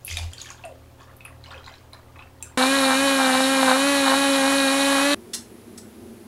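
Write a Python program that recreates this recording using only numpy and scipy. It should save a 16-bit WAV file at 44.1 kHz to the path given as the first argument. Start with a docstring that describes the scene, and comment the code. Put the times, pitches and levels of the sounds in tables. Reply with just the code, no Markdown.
"""Three moments in a kitchen

Heard close by the stove, one moment straight after the other, the same in both channels. Milk is poured over
corn in a saucepan: damped, rising sines make its splats and bubbles, rough falling tones its glugs. A stick
blender whines in tones locked to its shaft, slowing and rattling when its blade bites the soup. Then the soup
simmers as shaped noise, while a steel whisk clinks twice on the pan in ringing modes."""
import sys
import numpy as np
from scipy import signal
from scipy.fft import rfft, irfft, next_fast_len
from scipy.io import wavfile
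from scipy.ndimage import uniform_filter1d, map_coordinates

SR = 44100
rng = np.random.default_rng(int(sys.argv[2]) if len(sys.argv) > 2 else 0)


def int16_out(signal):
    """Quantize to a 16-bit WAV file."""
    q = np.round(np.clip(np.atleast_2d(signal).T, -1, 1) * 32767)
    wavfile.write(sys.argv[1], SR, q.astype(np.int16))


N = 276795
T = np.arange(N) / SR
START_S, STOP_S = 2.574, 5.146  # the blender follows the milk, then gives way to the simmer

# the blade bites into the soup, ever harder until it breaks free:
# [t/s of breaking free, build-up/s, speed loss/Hz before rounding, slap level/dB before flutter]
BITES = [(2.61, .47, 50, -21), (2.842, .135, 5, -24.5), (2.928, .176, 27.5, -18.5), (3.078, .04, 5, -29),
         (3.247, .162, 12, -21), (3.34, .283, 25, -20.5), (3.461, .189, 14, -46), (3.714, .23, 33.5, -18),
         (3.796, .096, 0, -32), (4.117, .227, 29.5, -20), (4.441, .254, 26, -25), (4.52, 0.066, 0, -25),
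         (4.68, .195, 20.5, -30.5), (4.99, .33, 20.5, -26)]


def amp(db):
    """Decibels to gain."""
    return 10 ** (np.asarray(db) / 20)


def unit(x):
    """Scale to rms 1."""
    return x / np.sqrt(np.mean(x ** 2) + 1e-20)


def along(points, hz):
    """Read a curve of (f/Hz, value) points on a log frequency axis."""
    f, v = np.transpose(points)
    return np.interp(np.log(hz + 1), np.log(f + 1), v)


def wobble(rate):
    """A smooth random curve, rate knots a second."""
    knots = rng.standard_normal(int(N * rate / SR) + 4)
    coarse_t = T[::32]
    return np.interp(T, coarse_t, map_coordinates(knots, [coarse_t * rate]))


def filtered(x, response):
    """Shape x by a response given as a function of frequency."""
    m = next_fast_len(N + SR // 2)
    return irfft(rfft(x, m) * response(np.fft.rfftfreq(m, 1 / SR)), m)[..., :N]


def noise(spectrum):
    """Noise of rms 1, coloured by (f/Hz, density/dB) points."""
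    return unit(filtered(rng.standard_normal(N), lambda hz: amp(along(spectrum, hz))))


def resonate(x, modes):
    """Sound a body of (f/Hz, width/Hz, level/dB) resonances of alternating sign, at rms 1."""
    def body(f):
        response = 0
        for k, (centre, width, db) in enumerate(modes):
            damping = 1j * f * width
            response = response + (-1) ** k * amp(db) * damping / (centre ** 2 - f ** 2 + damping)
        return response
    return unit(filtered(x, body))


def add(track, s, sound):
    """Mix a sound into the track at time s."""
    part = track[max(round(s * SR), 0):][:len(sound)]
    part += sound[:len(part)]


def swells(times, levels_db, rise_s, fade_s, steady_db):
    """Gain of surges that rise to a peak at their times and fade again, over a steady level."""
    age = T - times[:, None]
    shape = np.exp(np.minimum(age / np.reshape(rise_s, (-1, 1)), -age / fade_s))
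    surges = amp(levels_db)[:, None] * shape
    return np.sqrt(amp(steady_db) ** 2 + np.sum(surges ** 2, axis=0))


def shaft_speed():
    """Each bite drags the motor down steadily; once the blade is free it speeds up again."""
    free_hz = 303.2  # turns per second with no load
    recover_s, inertia_s = .221, .04  # the motor regains its speed; its mass rounds off each change
    drag = np.zeros(N)
    for s, build, loss_hz, _ in BITES:
        loading = np.clip(1 + (T - s) / build, 0, 1)
        drag += loss_hz * loading * np.exp(-np.maximum(T - s, 0) / recover_s)
    return uniform_filter1d(free_hz - drag, int(inertia_s * SR))


def motor_tones(speed, turns):
    """The unbalanced shaft hums steadily; its higher multiples flutter with the liquid."""
    # motor tones before colouring: [multiple of the shaft speed, level/dB]
    orders = [(1, -23), (2, -25.5), (3, -32.5), (4, -31), (5, -35.5), (6, -32), (7, -36.5), (8, -42),
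              (9, -33.5), (10, -46), (11, -38), (12, -45), (14, -41), (15, -41), (16, -47), (17, -50),
              (18, -50), (19, -56), (20, -46), (21, -50), (24, -51), (26, -54), (27, -51), (29, -53),
              (30, -49), (32, -54), (33, -47), (35, -53), (36, -45), (37, -52), (39, -55), (40, -55)]
    # the housing colours the tones, lifting those that pass its treble resonance: [f/Hz, gain/dB]
    housing = [(270, 0), (550, -.7), (850, -2.5), (1350, -3.5), (1620, .5), (2450, 1), (3000, 2),
               (4000, .5), (5400, 2), (8400, 3.5), (9300, 2), (9900, 6.5), (10400, 1.5)]
    tones = np.zeros(N)
    for k, db in orders:
        flutter = min((k - 1) / 3 + 0.28, 1)
        phase = 2 * np.pi * (k * turns + rng.random()) + flutter * .22 * wobble(45)
        level_db = db + along(housing, k * speed) + flutter * 1.8 * wobble(16)
        tones += np.sqrt(2) * amp(level_db) * np.sin(phase)
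    return amp(-0.78) * tones


def churning(turns):
    """The rush of blade and brushes is noise that pulses once a turn, muted in the top treble."""
    # colour of the rush before muting: [f/Hz, density/dB per Hz]
    rush_spectrum = [(40, -55), (75, -34), (200, -5.5), (420, -9.5), (850, -4.5), (1600, -4.5), (2200, -6),
                     (3200, -8), (4000, -6), (5100, -15), (7000, -10.5), (8200, -13.5), (10300, -9.5),
                     (15800, -31)]
    rush = filtered(noise(rush_spectrum), lambda hz: amp(-8 * np.clip((hz - 12200) / 200, 0, 1)))
    pulsing = unit(rush * (1 + 0.064 * np.cos(2 * np.pi * turns)))
    return pulsing * amp(-26.5 + 0.41 * wobble(25.31))


def knocks(turns, scatter, scatter_db):
    """One impulse each turn, uneven in time (scatter in s) and strength."""
    at = np.flatnonzero(np.diff(np.floor(turns)) > 0)
    late, size = rng.standard_normal((2, len(at)))
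    at = np.clip(at + late * scatter * SR, 0, N - 1).astype(int)
    return np.bincount(at, amp(scatter_db * size), N)


def blade_slaps(turns):
    """Under load each blade tip slaps the soup once a turn, the second more lightly, and the blows ring the
    filled pan."""
    # resonances of the filled pan: [f/Hz, width/Hz, level/dB]
    pan_modes = [(414, 240, -1.5), (843, 300, 2.5), (1300, 740, -0.5), (1785, 520, -3)]
    times, build, _, slap_db = np.transpose(BITES)
    # slaps swell late in the build-up, then die back to a light patter
    slapping = swells(times, slap_db, rise_s=0.34 * build, fade_s=0.041, steady_db=-35)
    slapping = slapping * amp(1.8 * wobble(50))
    meeting = turns + .2 * wobble(14)  # the blade meets the soup at a slowly wandering angle
    tips = knocks(meeting, scatter=.00009, scatter_db=4.0)
    tips = tips + 0.16 * knocks(meeting + .5, scatter=0.00024, scatter_db=7)  # the other tip, lighter
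    # a soft blow, without bass or treble
    tips = filtered(tips, lambda hz: (1 - np.exp(-(hz / 640) ** 4)) / (1 + (hz / 2400) ** 4))
    return resonate(tips, pan_modes) * slapping


def shaft_chatter(turns):
    """One uneven knock a turn rings the steel shaft."""
    # resonances of the steel shaft: [f/Hz, width/Hz, level/dB]
    shaft_modes = [(3855, 216, -4), (4425, 170, -10)]
    ringing = resonate(knocks(turns, scatter=0.00018, scatter_db=4.0), shaft_modes)
    return ringing * amp(-31.5 + 2.4 * wobble(22.09))


def blender():
    """Motor tones, churning, blade slaps and shaft chatter, all locked to the turning shaft."""
    speed = shaft_speed() * (1 + .0015 * wobble(55))
    turns = np.cumsum(speed) / SR
    rattle = room(blade_slaps(turns) + shaft_chatter(turns), wet_db=-15)
    return motor_tones(speed, turns) + churning(turns) + rattle


def bubbles(times, hz, size, cycles, rise):
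    """Damped sines whose pitch climbs as each bubble nears the surface."""
    t = np.arange(SR // 50) / SR
    age = t * hz[:, None] / cycles
    glide = 1 + rise * (1 - np.exp(-age / 2))
    waves = size[:, None] * np.exp(-age) * np.sin(2 * np.pi * hz[:, None] * t * glide)
    waves = waves * (1 - t / t[-1])
    at = (np.abs(times[:, None]) * SR).astype(int) + np.arange(len(t))
    return np.bincount(at.ravel(), waves.ravel(), N)[:N]


def trickle(count, centre_hz, spread, cycles, scatter_db):
    """A random stream of bubbles of rms 1 for as long as the milk runs."""
    when, size = rng.random((2, count))
    hz = np.minimum(centre_hz * np.exp(spread * rng.standard_normal(count)), SR / 4)
    stream = bubbles(when * START_S, hz, amp(scatter_db * size), cycles, rise=.05)
    return stream / np.std(stream[T < START_S])


def splats(count=16):
    """Each splat traps one main bubble, a burst of smaller ones, and some large hollow ones."""
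    # splats of milk on the corn:
    # [t/s, reference level/dB, main bubble f/Hz at its start, hollow level/dB against the reference]
    splat_table = [(0.0794, -23.5, 2590, -29), (0.1015, -22.5, 3140, -33), (0.1338, -26, 2480, -33),
                   (0.1703, -15.5, 3670, -20), (0.1714, -19.5, 2400, -22), (0.3341, -27.5, 3170, -14),
                   (0.382, -26, 4430, -25), (0.407, -33, 3440, -27), (0.4163, -19.5, 6600, -34),
                   (0.471, -36, 3300, -3), (0.5038, -23.5, 6500, -10), (0.6388, -27.5, 2630, -7),
                   (1.003, -50, 2450, 4), (1.2069, -34, 2510, -26), (1.2522, -28.5, 2545, -12),
                   (1.44, -31.5, 4020, -12), (1.46, -34, 2910, -16), (1.5085, -37, 3100, 8.5),
                   (1.544, -32, 2500, -9), (1.5791, -33, 3170, -6), (1.643, -36, 3910, -14),
                   (1.663, -30, 4030, -10), (1.7399, -34.5, 3970, -7), (1.933, -29, 4000, -5),
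                   (2.1585, -42, 2510, 5), (2.1923, -32, 2480, -8), (2.2237, -34.5, 2610, -13),
                   (2.4258, -33, 2560, -14)]
    out = np.zeros(N)
    for s, db, hz, hollow_db in splat_table:
        lag, pitch = rng.exponential(1, (2, count)), rng.standard_normal((2, count))
        out += bubbles(np.array([s]), np.array([hz]), amp([db - 3]), cycles=13, rise=.03)
        small_hz = 1.14 * hz * np.exp(.27 * pitch[0])
        small_size = amp(db - 19.0 - 2.3 * lag[0])
        out += bubbles(s + 0.0087 * lag[0], small_hz, small_size, cycles=5.1, rise=0.046)
        hollow_hz = 1300 * np.exp(.3 * pitch[1])
        hollow_size = amp(db + hollow_db - 11.5 - 2 * lag[1])
        out += bubbles(s + .012 * lag[1], hollow_hz, hollow_size, cycles=4.2, rise=.1)
    return out


def ticks():
    """A droplet on the pan wall gives a sharp snap and a short bright ring."""
    # droplets on the wall: [t/s, reference level/dB, ring f/Hz, ring level/dB against the snap]
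    drop_table = [(0.0488, -12.5, 11060, -8), (0.07, -19, 10600, -9), (0.1705, -18.5, 6300, -21),
                  (0.334, -28.5, 7060, -1), (0.6517, -36, 8630, 5), (1.1662, -33, 11950, -2),
                  (1.2504, -26, 10900, -0.5), (1.932, -34, 8950, -15), (2.426, -19, 7480, 0)]
    out, t = np.zeros(N), np.arange(SR // 20) / SR
    f = np.fft.rfftfreq(len(t), 1 / SR)
    for s, db, hz, ring_db in drop_table:
        octaves = np.log2((f + 1) / hz)
        band = amp(np.minimum(70 * octaves, -9 * octaves))  # little lies below the ring
        snap = unit(irfft(rfft(rng.standard_normal(len(t))) * band, len(t)))
        snap = snap * amp(-60 * t / 0.012)
        ring = np.sin(2 * np.pi * hz * t) + 0.39 * np.sin(2 * np.pi * 0.83 * hz * t)
        ring = ring * amp(-60 * t / 0.017)
        touch = 1 - np.exp(-t / .00015)
        add(out, s, amp(db - 5) * touch * (snap + amp(ring_db) * ring))
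    # muted in the top treble
    return filtered(out, lambda hz: amp(-11 * np.clip((hz - 11200) / 2000, 0, 1)))


def glugs():
    """A pocket of air sings with a rough, falling pitch as it opens."""
    # air gulped under the milk: [t/s, level/dB before shaping, first f/Hz, last f/Hz, length/s]
    pockets = [(0.174, -38, 725, 650, 0.049), (0.638, -30, 730, 588, 0.07), (0.69, -40.5, 600, 388, 0.079),
               (1.546, -44, 586, 363, 0.058)]
    out = np.zeros(N)
    for s, db, first_hz, last_hz, length in pockets:
        u = np.linspace(0, 1, int(length * SR))
        pitch = first_hz * (last_hz / first_hz) ** u
        phase = 2 * np.pi * np.cumsum(pitch) / SR + 0.45 * wobble(170)[:len(u)]
        add(out, s, amp(db) * np.sin(phase) * (1 - np.exp(-u / 0.14)) * (1 - u))
    return out * amp(2.8 * wobble(150))


def stream():
    """The milk arrives in gushes, gurgling in low bubbles and spraying fine drops."""
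    # gushes of milk: [t/s, gurgle level/dB and spray level/dB, both before the mix gains]
    gushes = [(0.109, -59, -31), (0.19, -44.5, -35.5), (0.315, -56, -50), (0.405, -64, -37.5),
              (0.465, -51, -41.5), (0.515, -45, -46), (0.59, -52, -58), (0.65, -53, -51),
              (1.015, -44.5, -52), (1.075, -49, -70), (1.26, -44.5, -63), (1.46, -49, -47),
              (1.515, -41, -44), (1.6, -47, -50), (1.68, -43.5, -44.5), (1.76, -51, -49),
              (1.945, -48.5, -67), (2.19, -45, -53), (2.42, -44, -49.5), (2.496, -53, -62)]
    # patter of fine drops on the kernels: [f/Hz, density/dB per Hz]
    patter_spectrum = [(1200, -25), (1950, -22), (2500, 3.5), (3600, -6), (4700, 2), (5600, -3), (6500, 2),
                       (8500, -6.5), (11500, -8.5), (13000, -24)]
    times, gurgle_db, spray_db = np.transpose(gushes)
    # the steady levels are the thin stream between gushes
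    gurgling = swells(times, gurgle_db, rise_s=0.02, fade_s=0.067, steady_db=-61)
    spraying = swells(times, spray_db, rise_s=0.02, fade_s=0.045, steady_db=-67)
    low_bubbles = trickle(count=900, centre_hz=1245, spread=0.328, cycles=7, scatter_db=30)
    droplets = trickle(count=1500, centre_hz=3900, spread=.36, cycles=10, scatter_db=30)
    # the patter fades as the rising milk covers the kernels
    patter = unit(noise(patter_spectrum) * amp(5 * wobble(500))) * amp(-10 * T)
    spray = spraying * (amp(-6.0) * droplets + amp(-4.0) * patter)
    return gurgling * amp(-4.5) * low_bubbles + spray


def pan_boom():
    """The pan booms on the worktop as the first milk lands: a wavering low tone and a thud."""
    # booms: [t/s, level/dB of the tone, half length/s to 1/e]
    booms = [(0.139, -30, .03), (0.243, -26, .06)]
    thud = noise([(25, 5), (70, 3), (200, -47)])
    booming = sum(amp(db) * np.exp(-((T - s) / half) ** 2) for s, db, half in booms)
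    return booming * (np.sin(2 * np.pi * 83 * T + .2 * wobble(15)) + amp(-15) * thud)


def milk():
    """The stream gurgles, sprays and patters in the pan, over the hum of the kitchen."""
    wet_milk = room(stream() + splats() + glugs(), wet_db=-5.5)
    return wet_milk + room(ticks(), wet_db=-3.0) + pan_boom() + appliance_hum() + kitchen_air()


def whisk():
    """The wires skid over the pan and ring the steel, which the soup damps."""
    # whisk against the pan: [t/s, level/dB, scrape length/s, brightness/dB per octave]
    clinks = [(5.333, -28, 0.019, -5), (5.775, -41, 0.011, 12)]
    # ringing steel: [f/Hz, level/dB before brightness, t60/s before the soup's damping]
    steel_modes = [(1926, -16, 0.16), (2800, -13, 0.14), (3500, 4, 0.058), (4200, -4, 0.19),
                   (4550, -17, 0.33), (4620, -15, 0.19), (5300, -1, 0.2), (5450, 2, 0.14),
                   (6169, -11, 0.33), (6400, -12, 0.14), (7060, -22, 0.3), (7300, -3, 0.11),
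                   (7830, 3, 0.17), (8900, -7, 0.22), (9275, -12, 0.23), (9200, -12, 0.12),
                   (11270, -30, 0.64), (11720, -28, 0.23)]
    skid_spectrum = [(800, -19), (1500, -8.0), (2500, -14.0), (5400, -1.5),
                     (6200, -3.5), (7800, -2.0), (11500, -5.5), (13000, -22)]
    out, t = np.zeros(N), np.arange(SR // 2) / SR
    for s, db, length, bright_db in clinks:
        ring = np.zeros(len(t))
        for hz, level, t60 in steel_modes:
            decay = amp(level + bright_db * np.log2(hz / 6000) - 60 * t / t60)
            ring += decay * np.sin(2 * np.pi * (hz * t + rng.random()))
        ring = ring / np.std(ring[:SR // 50])
        ring = ring * (1 - np.exp(-t / .004)) * amp(-60 * t / .25)  # damped by the soup
        skid = noise(skid_spectrum)[:len(t)]
        contact = (1 - np.exp(-t / 0.0021)) * amp(-60 * np.maximum(t - length, 0) / 0.036)
        add(out, s, amp(db) * ring + amp(db + 0.5) * skid * contact)
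    return room(out, wet_db=-4.0)


def simmer():
    """Steam bubbles mutter unevenly on the bottom of the pan under a faint fizz of foam."""
    # colour of the simmer: [f/Hz, density/dB per Hz]
    simmer_spectrum = [(25, -25), (105, -0.5), (150, -16.5), (235, 6), (280, -11), (345, 2.5), (520, -12.5),
                       (1200, -21), (3500, -28), (5800, -30.5), (8500, -31.5), (10500, -25), (13000, -34),
                       (15500, -35)]
    mutter = noise(simmer_spectrum)
    low = filtered(mutter, lambda hz: 1 / (1 + (hz / 700) ** 4))
    return amp(-44.0) * (mutter + low * (amp(1.0 * wobble(22)) - 1))  # only the low part wavers


def appliance_hum():
    """Kitchen appliances hum in steady pitches that waver a little in level and phase."""
    # hum tones: [f/Hz, level/dB before a common lift]
    hum_tones = [(81, -53), (119.5, -54), (263.8, -62), (360.7, -66), (538.3, -64), (678.3, -79)]
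    out = np.zeros(N)
    for hz, db in hum_tones:
        level = amp(db + 2.5 + 1.6 * wobble(5.54))
        out += level * np.sin(2 * np.pi * hz * T + .5 * wobble(5.22))
    return out


def kitchen_air():
    """The air of the room behind the milk is steady noise, weighted to the bass."""
    # colour of the air: [f/Hz, density/dB per Hz]
    air_spectrum = [(25, 1), (55, 0.5), (82, 5), (160, -5.5), (400, -6), (1000, -10.5), (1700, -19.5),
                    (3000, -20), (5500, -25.5), (15500, -27)]
    return amp(-53.5) * noise(air_spectrum)


def rumble():
    """A low rumble under the blender, noise gathered around 85 Hz."""
    return amp(-55.5) * noise([(25, -28), (50, -11), (85, 17), (130, -30), (300, -16), (1000, -60)])


def room(x, wet_db):
    """A small hard kitchen answers the sound with a decaying noise tail."""
    # decay of the kitchen: [f/Hz, t60/s]
    decay_times = [(200, 0.31), (1300, 0.3), (4000, 0.23), (11000, 0.23), (14000, 0.18)]
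    hz, t, z = signal.stft(rng.standard_normal(SR // 2), SR, nperseg=256)
    decay = amp(-60 * t / along(decay_times, hz)[:, None])
    tail = signal.istft(z * decay, SR, nperseg=256)[1]
    tail = np.pad(tail / np.linalg.norm(tail), (SR // 300, 0))  # the answer comes about 3 ms late
    return x + amp(wet_db) * signal.fftconvolve(x, tail)[:N]


def scene():
    """Pouring, blending and simmering follow each other abruptly, all in the centre."""
    pouring = uniform_filter1d(1. * (T < START_S), SR // 1000)
    simmering = uniform_filter1d(1. * (T > STOP_S), SR // 1000)
    blending = 1 - pouring - simmering
    mono = pouring * milk() + blending * (blender() + rumble()) + simmering * (simmer() + whisk())
    return np.array([mono, mono])


def record(dry):
    """The recorder keeps nothing above its band limit of 15.8 kHz."""
    return filtered(dry, lambda hz: hz < 15800)


dry = scene()
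out = record(dry)
int16_out(out)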